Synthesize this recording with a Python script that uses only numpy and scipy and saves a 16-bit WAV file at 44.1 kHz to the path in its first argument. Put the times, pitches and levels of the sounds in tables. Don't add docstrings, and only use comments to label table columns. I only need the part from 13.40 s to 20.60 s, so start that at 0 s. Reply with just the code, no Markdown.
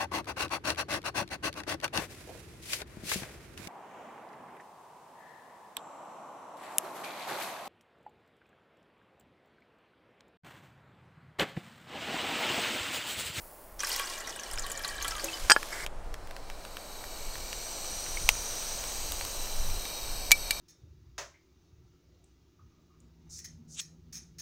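import sys
import numpy as np
from scipy import signal
from scipy.fft import rfft, irfft
from scipy.io import wavfile

SR = 44100
rng = np.random.default_rng(int(sys.argv[2]) if len(sys.argv) > 2 else 0)


def digitize_waveform(pressure):
    field = np.atleast_2d(pressure).T
    bounded = np.clip(field, -1, 1)
    quanta = np.round(bounded * 32767).astype(np.int16)
    wavfile.write(sys.argv[1], SR, quanta)


N = 317520

# f/Hz, bandwidth/Hz, level/dB
POT_MODES = [(364, 90, -9.5), (590, 330, -8.5), (1141, 58, 2), (1329, 24, -2.5), (1598, 124, 4.5),
             (1720, 84, -6), (1974, 75, 1), (2450, 58, -2), (3210, 82, -1)]
# t/s, level/dB, low-pass f/Hz
LID_IMPACTS = [(2.0983, -5.5, 6000), (2.1047, -11, 12000), (2.1103, -6, 2200), (2.1116, -14, 8060),
               (2.1177, -3.5, 8300), (2.1198, -18, 9900), (2.1635, -7.5, 2200)]
POUR_START_S, GUSH_END_S, POUR_END_S = 0.382, 0.59, 1.85
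TRICKLE_DB = -41.5


def from_db(db):
    return 10 ** (np.asarray(db) / 20)


def rms_one(x):
    return x / np.sqrt(np.mean(x ** 2) + 1e-20)


def clock():
    return np.arange(N) / SR


def age():
    return np.arange(SR // 4) / SR


def add(out, s, sound):
    i = max(round(s * SR), 0)
    out[i:i + len(sound)] += sound[:max(N - i, 0)]


def scatter(start_s, end_s, count):
    return start_s + (end_s - start_s) * (np.arange(count) + rng.random(count)) / count


def envelope(points):
    s, db = np.transpose(points)
    inside = np.interp(clock(), [s[0] - .015, s[0], s[-1], s[-1] + .015], [0, 1, 1, 0])
    return inside * from_db(np.interp(clock(), s, db))


def stroke(start_s, end_s, attack_s, fall_db_per_s):
    t = clock()
    return np.clip((t - start_s) / attack_s, 0, 1) * from_db(-fall_db_per_s * np.maximum(t - end_s, 0))


def bump(s, db, sigma_s):
    return from_db(db) * np.exp(-.5 * ((clock() - s) / sigma_s) ** 2)


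def wander(per_s):
    return np.interp(clock() * per_s, np.arange(64), rng.standard_normal(64))


def white():
    return rng.standard_normal(N)


def grains(per_s, spread_db):
    impulses = (rng.random(N) < per_s / SR) * rng.choice([-1, 1], N)
    return impulses * from_db(spread_db * np.minimum(rng.exponential(1, N), 4))


def colour(x, spectrum):
    hz, db = np.transpose(spectrum)
    f = np.maximum(np.arange(N // 2 + 1) * SR / N, 1)
    response = from_db(np.interp(np.log(f), np.log(hz), db, left=-90, right=-90))
    return rms_one(irfft(rfft(x) * response, N))


def cut(x, hz, kind, order=2):
    sections = signal.butter(order, min(hz, SR / 2 - 1000), kind, fs=SR, output="sos")
    return signal.sosfilt(sections, x + 1e-18)


def resonate(x, hz, width_hz):
    r = np.exp(-np.pi * width_hz / SR)
    feedback = [1, -2 * r * np.cos(2 * np.pi * hz / SR), r * r]
    return signal.lfilter(np.array([1, 0, -1]) * (1 - r * r) / 2, feedback, x + 1e-18)


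def ping(hz, t60, rise=0.):
    t = age()
    glide = 1 + rise * np.minimum(t / t60, 2) / 2
    return from_db(-60 * t / t60) * np.sin(2 * np.pi * hz * t * glide)


def crack(t60):
    return from_db(-60 * age() / t60) * rng.standard_normal(len(age()))


def strike(modes, spread_db):
    return sum((-1) ** k * from_db(db + spread_db * rng.normal()) * ping(hz, t60)
               for k, (hz, db, t60) in enumerate(modes))


def sing(modes, per_s, spread_db, drift=0., swell_db=0.):
    out = 0
    for hz, width, db in modes:
        frequency = hz * (1 + drift * wander(per_s=1.443))
        carrier = np.exp(2j * np.pi * np.cumsum(frequency) / SR)
        band = np.real(carrier * cut(grains(per_s, spread_db) / carrier, width / 2, "low"))
        out = out + from_db(db + swell_db * wander(per_s=1.743)) * rms_one(band)
    return rms_one(out)


def bubble(hz, t60, width_hz, fall):
    t = age()
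    wobble = width_hz * rms_one(cut(rng.standard_normal(len(t)), 2 * width_hz, "low"))
    phase = 2 * np.pi * np.cumsum(hz * (1 - fall * np.minimum(t / t60, 1)) + wobble) / SR
    return (1 - np.exp(-t / 0.00086)) * from_db(-60 * t / t60) * np.sin(phase)


def far_hush():
    levels = [(0.0, -56), (0.58, -56), (0.86, -50.5), (3.1, -51), (5.1, -47.5), (7.2, -48.5)]
    spectrum = [(100, -9.5), (220, -5.5), (400, -2), (630, 1.5), (1000, -3), (1600, -9.5), (2500, -17),
                (4000, -22.5), (9000, -25), (16000, -43)]
    return from_db(1.5) * envelope(levels) * colour(white(), spectrum)


def wind():
    gusts = [(1.19, -39.5, 0.063), (1.674, -44, 0.12), (2.04, -33.5, 0.025), (2.637, -39, 0.18),
             (3.867, -46, 0.21), (4.556, -36, 0.03), (4.865, -33, 0.072), (5.764, -37, 0.11),
             (6.278, -31.5, 0.09), (6.765, -37.5, 0.13)]
    spectrum = [(8.8, -13), (15, 6.5), (29, -3), (130, -24), (220, -34.5), (290, -72), (480, -120)]
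    breeze = from_db(-53 + 1.57 * clock() + 3 * wander(per_s=5))
    strength = np.sqrt(breeze ** 2 + sum(bump(*gust) ** 2 for gust in gusts))
    return from_db(1.5) * strength * colour(white(), spectrum)


def soft_hisses():
    sheen_spectrum = [(4000, -11), (7000, -8), (10000, 0), (13000, -1.5), (16000, 3)]
    fizz_spectrum = [(180, -40), (300, -20), (354, -3.5), (440, -5), (528, -6.5), (1170, -3), (1280, -11),
                     (5160, -7.5), (14700, -17.5), (16000, -27)]
    fizz_levels = [(.38, -86), (.41, -47.5), (1.7, -61), (1.95, -44.5), (2.45, -44), (2.47, -84)]
    sheen = colour(grains(per_s=8400, spread_db=2.5), sheen_spectrum)
    fizz = colour(grains(per_s=12000, spread_db=4.0), fizz_spectrum)
    return envelope([(0, -53), (.4, -60)]) * sheen + envelope(fizz_levels) * fizz


def wood_fire():
    clear_pops = [(1.1763, -22.5, -31), (1.7815, -23, -23), (2.2297, -18.5, -32), (2.4638, -17.5, -41),
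                  (2.7414, -21.5, -30), (2.91, -28, -31), (2.965, -25, -36), (3.1, -25, -38),
                  (3.3694, -23.5, -17), (3.6402, -25, -26), (3.955, -24, -20), (4.129, -18, -27),
                  (4.6638, -28, -23), (5.4397, -23, -17), (5.52, -25, -19), (5.7206, -24.5, 1.5),
                  (5.8113, -20, -22), (5.8503, -21, -9), (6.453, -19.5, -25)]
    snaps = [(4.8902, 3.5), (6.9095, -8)]
    wood_modes = [(880, -13, 0.0085), (2110, -2, 0.0056), (2670, -4.5, 0.0052), (4830, -11.5, 0.0035),
                  (6600, -13, 0.0062), (8000, -19, 0.015), (10600, -20, 0.0039), (13500, -18, 0.0075)]
    faint_pops = [(s, -31 + 1.5 * rng.normal(), -17) for s in scatter(2.5, N / SR, count=9)]
    out = np.zeros(N)
    for s, db, treble_db in clear_pops + faint_pops:
        body = resonate(crack(0.012), 1480, 1730) + from_db(-3.0) * ping(1360, 0.00071)
        edge = cut(crack(0.0083), 3600, "high")
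        pop = from_db(db) * (from_db(1.5) * body + from_db(treble_db + 3.0) * edge)
        add(out, s, pop)
        for delay_s in rng.uniform(0.0013, .014, size=2):
            add(out, s + delay_s, from_db(-18) * pop)
    for s, db in snaps:
        snap = strike(wood_modes, spread_db=2.5) + from_db(-23) * cut(crack(0.063), 7800, "low")
        add(out, s, from_db(db) * cut(snap, 760, "high"))
    return out


def metal_ticks():
    slips = [(4.7721, -45, -25, 2210, 0.026), (6.9167, -3.5, -28, 2336, 0.051),
             (6.918, -35, -7, 2316, 0.07), (7.108, -16.5, -23.5, 2326, 0.078)]
    grating_modes = [(1780, -9.5, 0.013), (2900, -9, 0.015), (3960, -8, 0.015), (4510, -8.5, 0.021),
                     (5100, -12, 0.018), (5800, -8.5, 0.018), (6710, -2, 0.009), (8420, -6, 0.014),
                     (9250, -19, 0.05), (12100, -6.5, 0.0085), (13610, -7.5, 0.016)]
    out = np.zeros(N)
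    for s, grating_db, ring_db, hz, t60 in slips:
        grating = strike(grating_modes, spread_db=-4.0) + from_db(-2.5) * cut(crack(0.033), 10500, "low")
        add(out, s, from_db(grating_db) * cut(grating, 1980, "high") + from_db(ring_db) * ping(hz, t60))
    return out


def heating(start_s, full_s, db, easing_db_per_s):
    t = clock()
    swell = np.clip((t - start_s) / (full_s - start_s), 0, 1) ** 1.44
    return swell * from_db(db - easing_db_per_s * np.maximum(t - full_s, 0))


def simmer():
    # start t/s, full t/s, level/dB, easing/(dB/s)
    swells = [(2.42, 4.04, -47, -1.0), (2.91, 4.97, -40.5, 3.5), (2.68, 4.44, -45.5, 0.3),
              (2.95, 3.62, -54.5, -1.5), (2.28, 5.2, -54, 4)]
    # f/Hz, bandwidth/Hz, level/dB
    coarse = [(2320, 160, -2.5), (2750, 480, -2.5), (3060, 240, -5.5), (3812, 180, 2), (4156, 260, 4),
              (4565, 92, 1.5), (4750, 120, -9), (5310, 410, 0.5)]
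    middling = [(5740, 94, 1), (6060, 440, 8.5), (6240, 120, -18), (6660, 120, -7), (6810, 210, 1),
                (7280, 140, -6)]
    fine = [(7840, 310, 0.5), (8460, 300, 4.5), (8800, 250, -6), (9040, 370, -6)]
    finest = [(11400, 250, -12), (11830, 530, 4.5), (12900, 500, -9), (13400, 450, -7), (14550, 300, -18),
              (15000, 370, -2)]
    steam_spectrum = [(1000, 0.5), (2500, -1), (5000, 5.5), (8500, -1), (10500, -6), (16000, -3.5)]   # f/Hz, level/dB
    *bubble_gains, steam_gain = [heating(*row) for row in swells]
    song = sum(gain * sing(modes, per_s=9000, spread_db=4.0, drift=0.015, swell_db=2.0)
               for gain, modes in zip(bubble_gains, [coarse, middling, fine, finest]))
    return from_db(-1.0) * song + from_db(11.0) * steam_gain * colour(white(), steam_spectrum)


def whistle():
    levels = [(6.1, -79), (6.5, -47), (6.85, -53), (7.2, -44.5)]
    resonances = [(2355, 63, -3), (3810, 96, 2.5), (4300, 180, -2)]   # f/Hz, bandwidth/Hz, level/dB
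    return envelope(levels) * sing(resonances, per_s=12000, spread_db=-3.0)


def lid_clatter():
    lid_modes = [(877, -29.5, 0.12), (986, -46, 0.034), (1420, -20, 0.059), (1650, -17, .028),
                 (1683, -9, 0.039), (1755, -14, 0.036), (2170, -13, 0.013), (2700, -8, 0.0092),
                 (3150, -24, 0.085), (4350, -24, 0.014), (4780, -4.5, 0.018), (4960, -12, 0.053),
                 (5220, -11.5, 0.018), (5700, -10, 0.025), (6570, -22.5, 0.06), (7120, -11, 0.024),
                 (8230, -13, 0.063), (8630, -9, 0.024), (10400, -19, 0.023)]
    out = np.zeros(N)
    for s, db, bright_hz in LID_IMPACTS:
        contact = from_db(-0.5) * cut(crack(0.011), 17000, "low") + from_db(4.0) * ping(1630, 0.0057)
        impact = cut(strike(lid_modes, spread_db=1.0) + contact, bright_hz, "low", order=3)
        add(out, s, from_db(db) * cut(impact, 266, "high"))
    return out


def lid_slide():
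    resonances = [(1590, 450, 4), (2100, 320, 3), (5130, 830, -5), (7900, 1600, -1.5)]   # f/Hz, bandwidth/Hz, level/dB
    push = from_db(-42) * stroke(start_s=2.285, end_s=2.445, attack_s=0.064, fall_db_per_s=1502)
    catch = bump(s=2.33, db=-33.5, sigma_s=0.0032)
    return (push + catch) * sing(resonances, per_s=2300, spread_db=2.5)


def flow():
    gush = from_db(-36) * stroke(POUR_START_S, GUSH_END_S, attack_s=0.085, fall_db_per_s=56)
    trickle_db = TRICKLE_DB + 10 * np.minimum(clock() - POUR_END_S, 0)
    trickle = from_db(trickle_db) * stroke(POUR_START_S, POUR_END_S, attack_s=0.085, fall_db_per_s=27)
    return np.hypot(gush, trickle) * (clock() < LID_IMPACTS[0][0])


def droplets(count):
    low_hz, high_hz, tilt_db_per_octave = 2960, 13760, -3.5
    out, strength = np.zeros(N), flow() / from_db(TRICKLE_DB)
    for s in scatter(POUR_START_S, POUR_END_S, count):
        octaves = np.log2(high_hz / low_hz) * rng.random()
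        gain = from_db(-29 + tilt_db_per_octave * octaves + 2.5 * rng.normal())
        chirp = bubble(low_hz * 2 ** octaves, t60=0.022, width_hz=450, fall=0.096)
        add(out, s, gain * strength[round(s * SR)] ** 0.45 * chirp)
    return out


def drips():
    rings = [(0.601, -32, 1134, 0.14), (1.238, -40, 1135, 0.21), (1.45, -37, 1150, 0.17),
             (1.65, -36, 1700, 0.13), (1.652, -34, 1350, 0.13), (1.72, -34.5, 1330, 0.12),
             (1.753, -38, 1223, 0.2), (1.838, -31.5, 558, 0.11), (1.845, -40, 331, 0.41),
             (1.885, -30, 2640, 0.063), (1.931, -33, 3040, 0.13), (1.941, -29.5, 5000, 0.037),
             (1.982, -39, 4800, .04)]
    out = np.zeros(N)
    for s, db, hz, t60 in rings:
        add(out, s, from_db(db) * ping(hz, t60, rise=-0.063))
    return out


def small_plops(count, low_hz=3426, high_hz=9640, pot_db=-40, spit_db=-44):
    levels = -26.5 + 1.8 * rng.normal(size=count)
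    pitches = low_hz * (high_hz / low_hz) ** rng.random(count)
    times = scatter(GUSH_END_S, POUR_END_S, count)
    return [(s, db, hz, pot_db, spit_db) for s, db, hz in zip(times, levels, pitches)]


def plops():
    loud_plops = [(0.393, -25, 5600, -40, -44), (0.4033, -19, 6050, -33, -40),
                  (0.4335, -28, 2440, -24.5, -23), (0.4463, -18, 5450, -41, -33),
                  (0.47, -23, 5250, -38, -20), (0.491, -26, 12900, -34, -27),
                  (0.5162, -19.5, 4760, -40, -30), (0.5276, -23, 5500, -36, -21),
                  (0.5394, -21, 5250, -48, -34), (0.561, -21, 5610, -39, -22), (0.595, -23, 3230, -26, -20),
                  (0.873, -25, 5770, -32, -33), (1.1122, -25.5, 5320, -44, -28),
                  (1.1935, -21, 7070, -56, -42), (1.2215, -27, 6360, -50, -38),
                  (1.264, -27.5, 3230, -35, -25), (1.3167, -22, 6940, -48, -21),
                  (1.392, -27, 3300, -44, -32), (1.4461, -17.5, 4290, -29.5, -44),
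                  (1.478, -24.5, 7340, -46, -26), (1.624, -19, 6560, -42, -30),
                  (1.6459, -20.5, 3300, -27.5, -24), (1.68, -21, 8180, -39, -25),
                  (1.708, -22, 5450, -33, -36), (1.7518, -23.5, 3110, -48, -35),
                  (1.8424, -19.5, 6530, -38, -19)]
    out = np.zeros(N)
    for s, db, hz, pot_db, spit_db in loud_plops + small_plops(count=20):
        tone = from_db(-1.5) * bubble(hz, t60=0.033, width_hz=136, fall=0.175)
        squelch = tone + from_db(2.0) * resonate(crack(0.055), hz, 0.21 * hz)
        spit = resonate(cut(crack(0.021), 6700, "high"), rng.uniform(8000, 13500), 3000)
        spit *= from_db(0.5) * (1 - np.exp(-age() / 0.00064))
        knock = sum(from_db(level) * resonate(crack(0.051), f, width) for f, width, level in POT_MODES)
        add(out, s, from_db(db - 5.0) * squelch + from_db(spit_db) * spit + from_db(pot_db + 10.0) * knock)
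    return out


def pour():
    spectrum = [(180, -28), (300, -11), (337, -10), (385, -11), (930, -3.5), (1140, -9), (2790, -8),
                (3190, -5.5), (3700, -7), (5430, -6), (9200, -7.5), (10700, -21), (12700, -16),
                (16000, -20)]
    pot_levels = [(0.45, -58), (0.56, -40), (0.95, -48), (1.35, -44), (1.63, -42), (2.07, -51)]
    swarm = np.zeros(N)
    for hz in np.geomspace(1100, 8000, 22):
        onsets = grains(per_s=14, spread_db=-1.5)
        swarm += rms_one(signal.oaconvolve(onsets, bubble(hz, t60=0.05, width_hz=110, fall=0.1))[:N])
    clump_db = 2.0 * colour(white(), [(5, 16), (30, -22), (90, -18)])
    spray = colour(grains(per_s=3400, spread_db=2.5) * from_db(clump_db), spectrum)
    water = flow() * (from_db(-8) * colour(swarm, spectrum) + from_db(-2.0) * spray)
    pot = sing(POT_MODES, per_s=120, spread_db=3.5, drift=0.07, swell_db=2.0)
    return water + from_db(-3.5) * envelope(pot_levels) * pot


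def scene():
    water = pour() + droplets(count=65) + plops() + drips()
    lid = lid_clatter() + lid_slide()
    heat = simmer() + whistle() + wood_fire() + metal_ticks()
    mono = water + lid + heat + wind() + soft_hisses() + far_hush()
    return np.array([mono, mono])


def record(dry):
    cutoff_hz = 15700
    return signal.sosfilt(signal.ellip(10, .1, 70, cutoff_hz, fs=SR, output="sos"), np.tanh(dry))


dry = scene()
out = record(dry)
digitize_waveform(out)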